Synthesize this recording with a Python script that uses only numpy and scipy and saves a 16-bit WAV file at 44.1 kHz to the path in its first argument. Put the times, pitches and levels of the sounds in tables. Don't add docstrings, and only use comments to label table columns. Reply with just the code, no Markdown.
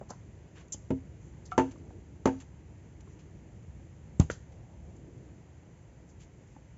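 import sys
import numpy as np
from scipy import signal
from scipy.fft import rfft, irfft, next_fast_len
from scipy.io import wavfile
from scipy.ndimage import uniform_filter1d, map_coordinates

SR = 44100
rng = np.random.default_rng(int(sys.argv[2]) if len(sys.argv) > 2 else 0)


def wav_record(signal):
    frames = np.transpose(np.atleast_2d(signal))
    bounded = np.clip(frames, -1, 1)
    quanta = np.round(bounded * 32767).astype(np.int16)
    wavfile.write(sys.argv[1], SR, quanta)


N = 298858


def pole_knocks():
    # start_s, level_db, hardness_hz, clatter_db, crack_db, bounce_db, grip_after_s
    blows = [(0.905, -17, 279, 28, -27.5, -50, 0.072), (1.579, -17.5, 1740, 23, -10, -18.5, .115),
             (2.2565, -17.5, 605, 32.5, -12, -20, 0.134)]
    flight_s, bounce_loss_db = 0.017, 10
    out = np.zeros(N)
    for start_s, level_db, hardness_hz, clatter_db, crack_db, bounce_db, grip_after_s in blows:
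        add(out, start_s, pole_contact(level_db, grip_after_s, hardness_hz, clatter_db, crack_db))
        for k in range(2):
            late_s = (k + 1) * flight_s
            bounce = pole_contact(bounce_db - k * bounce_loss_db, grip_after_s - late_s,
                                  hardness_hz=1006, clatter_db=22, crack_db=-20, glance_hz=617)
            add(out, start_s + late_s, bounce)
    return out


def pole_contact(level_db, grip_after_s, hardness_hz, clatter_db, crack_db, glance_hz=65):
    # pitch_hz, level_db, t60_s
    pole_modes = [(75, -10.5, 0.22), (116.3, -13, 0.24), (152.7, -10, 0.14), (224, -3.5, 0.097),
                  (264.8, -2.5, 0.31), (356, -0.5, 0.14), (488.6, -5.5, 0.15), (396.6, -1, 0.1),
                  (425, -7, 0.069), (460, -10, 0.19), (635, -2.5, 0.11), (664, -4.5, 0.045),
                  (1110, -16, 0.054), (762.5, -10, 0.13), (818, -3.5, 0.045), (850, 0, 0.04),
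                  (889, 0.5, 0.085), (966, -4, 0.097), (1130, -19, 0.059), (1443, -23, 0.055),
                  (1490, -29.5, 0.054), (1767, -26, 0.072), (2000, -36, .09), (2400, -37, .09)]
    # frequency_hz, level_db, t60_s
    clatter_bands = [(60, -19, 0.072), (250, -10, 0.079), (420, 4, 0.088), (790, -8.5, 0.042),
                     (1330, 1.5, 0.039), (2980, -10, 0.13), (8000, -17.5, 0.12)]
    grip_t60_s, crack_t60_s = 0.076, 0.053
    t = np.arange(SR // 2) / SR
    grip = amp(-60 * np.maximum(t - grip_after_s, 0) / grip_t60_s)
    wood = ring(pole_modes, attack_s=0.001, scatter_db=1.0) * grip
    rattle = amp(clatter_db) * dying_noise(*np.transpose(clatter_bands))[:len(t)]
    crack = amp(crack_db - 60 * t / crack_t60_s) * rng.standard_normal(len(t))
    feed = lambda hz: (1j * hz / (glance_hz + 1j * hz) / (1 + 1j * hz / hardness_hz)) ** 2
    return amp(level_db) * echo(filtered(wood + rattle, feed) + crack, wet_db=-13.5)


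def stick_tap():
    # start_s, level_db
    taps = [(1.519, -30)]
    # pitch_hz, level_db, t60_s
    stick_modes = [(732, -6, 0.096), (1194, -4.5, 0.077), (1330, 0, 0.059), (2220, -16.5, 0.049)]
    out = np.zeros(N)
    for start_s, level_db in taps:
        tap = ring(stick_modes, attack_s=0.001, scatter_db=1.5)
        add(out, start_s, amp(level_db) * echo(tap, wet_db=-10.5))
    return out


def root_lump():
    # start_s, level_db
    landings = [(4.1975, -11), (4.308, -36.5)]
    # pitch_hz, level_db, t60_s
    soil_modes = [(90, 0.5, 0.075), (132.6, 2, 0.06), (174, -6, 0.079), (233, 0.5, 0.02)]
    out = np.zeros(N)
    for start_s, level_db in landings:
        thud = ring(soil_modes, attack_s=0.0013, scatter_db=0.47)
        add(out, start_s, amp(level_db) * echo(thud, wet_db=-12))
    return out


def twig_ticks():
    # start_s, level_db, pitch_hz, t60_s
    ticks = [(.012, -44, 623, 0.041), (.106, -31, 726, 0.017), (.744, -43.5, 846, 0.025),
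             (1.758, -48.5, 960, 0.026), (1.906, -47, 737, 0.032), (3.074, -55, 1060, 0.025),
             (3.8, -51.5, 720, 0.028), (4.3002, -17, 1460, 0.0092), (6.564, -48, 840, 0.03)]
    # pitch_ratio, level_db
    twig_modes = [(.33, 3), (.62, -3), (0.998, 0.5), (1.2, -5), (2.2, -13)]
    out = np.zeros(N)
    for start_s, level_db, pitch_hz, t60_s in ticks:
        modes = [(ratio * pitch_hz, mode_db, t60_s) for ratio, mode_db in twig_modes]
        tick = ring(modes, attack_s=0.00099, scatter_db=3.2)
        add(out, start_s, amp(level_db) * echo(tick, wet_db=-12.5))
    return out


def bark_tear():
    # start_s, level_db, slips_per_s, t60_s
    tears = [(0.7227, -24, 390, 0.079)]
    # pitch_hz, level_db, t60_s
    fibre_modes = [(4200, -16, .004), (5100, -12, .004), (6200, 0, .005), (7000, -1, .005)]
    out = np.zeros(N)
    for start_s, level_db, slips_per_s, t60_s in tears:
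        tear = np.zeros(SR // 2)
        gap_spread, sizes = rng.standard_normal((18, 2)).T
        gaps_s = np.exp(0.4 * gap_spread) / slips_per_s
        for slip_s, size in zip(np.cumsum(gaps_s) - gaps_s[0], sizes):
            slip = ring(fibre_modes, attack_s=0.0003, scatter_db=3)
            add(tear, slip_s, amp(2 * size - 60 * slip_s / t60_s) * slip)
        add(out, start_s, amp(level_db) * echo(tear, wet_db=-35))
    return out


def scuffs():
    # start_s, level_db, centre_hz, width_octaves, t60_s
    crackles = [(0.011, -46, 547, 0.68, 0.067), (0.103, -44.5, 5250, 0.42, 0.031),
                (0.682, -62, 6500, .44, .015), (0.724, -55, 5100, .15, .12), (0.723, -61, 3800, .5, .11),
                (.726, -40.5, 6560, 0.34, 0.07), (0.9053, -56, 1910, .8, .07),
                (0.739, -57, 3300, 0.12, 0.057), (1.454, -56, 5080, .35, .1),
                (1.513, -54, 2200, 1.15, 0.089), (1.709, -54, 2470, 2.8, 0.081),
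                (1.781, -67, 5600, .2, .022), (2.388, -61, 4700, 0.29, .022),
                (2.401, -51.5, 3350, 1.8, .09), (3.005, -61, 4500, 1.3, 0.042),
                (3.191, -64.5, 3400, 1.1, 0.12), (4.199, -37, 800, 0.52, .07),
                (4.1978, -31, 6300, 1.14, 0.017), (4.2, -48, 3430, 1.1, 0.12),
                (4.299, -48, 5000, 0.62, 0.18), (4.301, -43, 1510, 0.61, 0.058),
                (4.521, -66.5, 4000, 1.1, 0.053), (4.962, -70, 6000, .6, 0.067)]
    # start_s, level_db, centre_hz, width_octaves, hold_s
    brushes = [(0.085, -55, 6070, 0.72, 0.0096), (0.092, -48, 660, 0.83, 0.0018),
               (0.548, -60.5, 1790, 1.34, .045), (1.2, -73.5, 6800, .2, .07), (3.08, -74.5, 6500, .3, .04),
               (4.318, -78, 1590, .22, 0.1), (6.077, -69.5, 6100, .4, .012),
               (6.191, -58.5, 6550, 1.8, 0.022), (6.458, -74.5, 6500, .48, .08)]
    out = np.zeros(N)
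    for start_s, *band, t60_s in crackles:
        add(out, start_s, grain_burst(*band, rise_s=0.0013, hold_s=0.093 * t60_s, t60_s=t60_s))
    for start_s, *band, hold_s in brushes:
        add(out, start_s, grain_burst(*band, rise_s=0.017, hold_s=hold_s, t60_s=0.14))
    return out


def grain_burst(level_db, centre_hz, width_octaves, rise_s, hold_s, t60_s):
    grain_db = 2.5
    t = np.arange(SR // 3) / SR
    bell = lambda hz: np.exp(-0.5 * (np.log2((hz + 1) / centre_hz) / width_octaves) ** 2)
    band = filtered(rng.standard_normal(len(t)), bell)
    grains = unit(band * amp(grain_db * wobble(1400, size=len(t))))
    envelope = np.minimum(t / rise_s, 1) * amp(-60 * np.maximum(t - rise_s - hold_s, 0) / t60_s)
    return amp(level_db) * echo(grains * envelope, wet_db=-17)


def echo(direct, wet_db):
    # frequency_hz, t60_s
    trunk_decay = [(100, 0.24), (1000, 0.22), (7000, 0.46)]
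    hz, t60_s = np.transpose(trunk_decay)
    tail = np.pad(dying_noise(hz, np.zeros_like(hz), t60_s), (300, 0))
    return np.pad(direct, (0, len(tail) - 1)) + amp(wet_db) * signal.fftconvolve(direct, tail)


def forest():
    # time_s, rumble_db, breeze_db
    air_levels = [(0.0, -52, -60), (0.73, -53, -61.5), (1.56, -49.5, -60.5), (1.73, -51, -53.5),
                  (2.13, -49.5, -58.5), (2.61, -52.5, -63.5), (3.04, -51, -60.5), (4.72, -49.5, -64),
                  (5.1, -51, -55), (5.51, -53.5, -63), (6.32, -55, -62), (6.78, -53, -66)]
    # frequency_hz, density_db
    rumble_spectrum = [(20, -21), (35, -3), (60, 5), (110, 0), (160, -2.5), (230, -12), (400, -46.5)]
    breeze_spectrum = [(120, 1), (220, 0), (320, 6.5), (480, -3), (700, -14.5), (1000, -33.5)]
    leaf_spectrum = [(300, -38.5), (900, -2.5), (1300, -5), (2000, -1.5), (3000, -9), (5000, -10.5),
                     (8000, -10.5)]
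    hush_spectrum = [(300, -21), (500, 2), (950, -5), (1060, -16), (2000, -26.5)]
    hush_db, leaf_db = -68.5, -68
    time_s, *levels = np.transpose(air_levels)
    rumble_db, breeze_db = [np.interp(np.arange(N) / SR, time_s, db) for db in levels]
    rumble = amp(rumble_db + 0.49 * wobble(5.7)) * rush(rumble_spectrum, patchy_db=0.16)
    breeze = amp(breeze_db + 0.86 * wobble(8.3)) * rush(breeze_spectrum, patchy_db=0.87)
    hush = amp(hush_db + 1.3 * wobble(2.99)) * rush(hush_spectrum, patchy_db=1.66)
    leaves = amp(leaf_db + 0.27 * wobble(12) + 0.65 * wobble(2.33)) * rush(leaf_spectrum, patchy_db=0.3)
    return rumble + breeze + hush + leaves


def ring(modes, attack_s, scatter_db):
    hz, db, t60_s = np.transpose(modes)[:, :, None]
    t = np.arange(SR // 2) / SR
    strength = amp(db + scatter_db * rng.standard_normal(hz.shape))
    partials = strength * amp(-60 * t / t60_s) * np.sin(2 * np.pi * hz * t)
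    return -partials.sum(axis=0) * (1 - np.exp(-t / attack_s))


def dying_noise(at_hz, level_db, t60_s):
    hz, t, cells = signal.stft(rng.standard_normal(SR // 2), SR, nperseg=256)
    fall_db = 60 * t / np.abs(along(hz, at_hz, t60_s))[:, None]
    gain = amp(along(hz, at_hz, level_db)[:, None] - fall_db)
    tail = signal.istft(cells * gain, SR, nperseg=256)[1]
    return tail / np.linalg.norm(tail)


def rush(spectrum, patchy_db):
    cells = signal.stft(rng.standard_normal(N), nperseg=512)[2]
    patches = uniform_filter1d(rng.standard_normal(cells.shape), 6, axis=0)
    patches = uniform_filter1d(patches, 12, axis=1)
    noise = signal.istft(cells * amp(patchy_db * unit(patches)), nperseg=512)[1][:N]
    return unit(filtered(noise, lambda hz: amp(along(hz, *np.transpose(spectrum)))))


def amp(db):
    return 10 ** (np.asarray(db) / 20)


def unit(x):
    return x / np.sqrt(np.mean(x ** 2) + 1e-20)


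def along(hz, at_hz, values):
    return np.interp(np.log(hz + 1), np.log(np.add(at_hz, 1)), values)


def wobble(knots_per_s, size=N):
    knots = rng.standard_normal(int(size * knots_per_s / SR) + 4)
    return map_coordinates(knots, [np.arange(size) * knots_per_s / SR])


def filtered(x, response):
    size = next_fast_len(len(x) + 8192)
    return irfft(rfft(x, size) * response(np.fft.rfftfreq(size, 1 / SR)), size)[:len(x)]


def add(track, start_s, sound):
    part = track[round(start_s * SR):][:len(sound)]
    part += sound[:len(part)]


def scene():
    return (forest() + pole_knocks() + stick_tap() + root_lump()
            + twig_ticks() + bark_tear() + scuffs())[None]


def record(dry):
    # frequency_hz, gain_db
    mic_response = [(20, 2.5), (3000, 0.5), (3700, -5), (5600, -5.5), (6100, 2.5), (7530, 3.5), (7580, -23),
                    (8600, -42.5), (16000, -49)]
    bass_hz, top_hz, hiss_db = 55, 15700, -99
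    bass_cut = lambda hz: ((1j * hz) ** 2 / (bass_hz ** 2 - hz ** 2 + 1.3j * hz * bass_hz)) ** 2
    heard = filtered(dry[0], lambda hz: amp(along(hz, *np.transpose(mic_response))) * bass_cut(hz))
    hiss = amp(hiss_db) * rng.standard_normal(N)
    return filtered(heard + hiss, lambda hz: hz < top_hz)[None]


dry = scene()
out = record(dry)
wav_record(out)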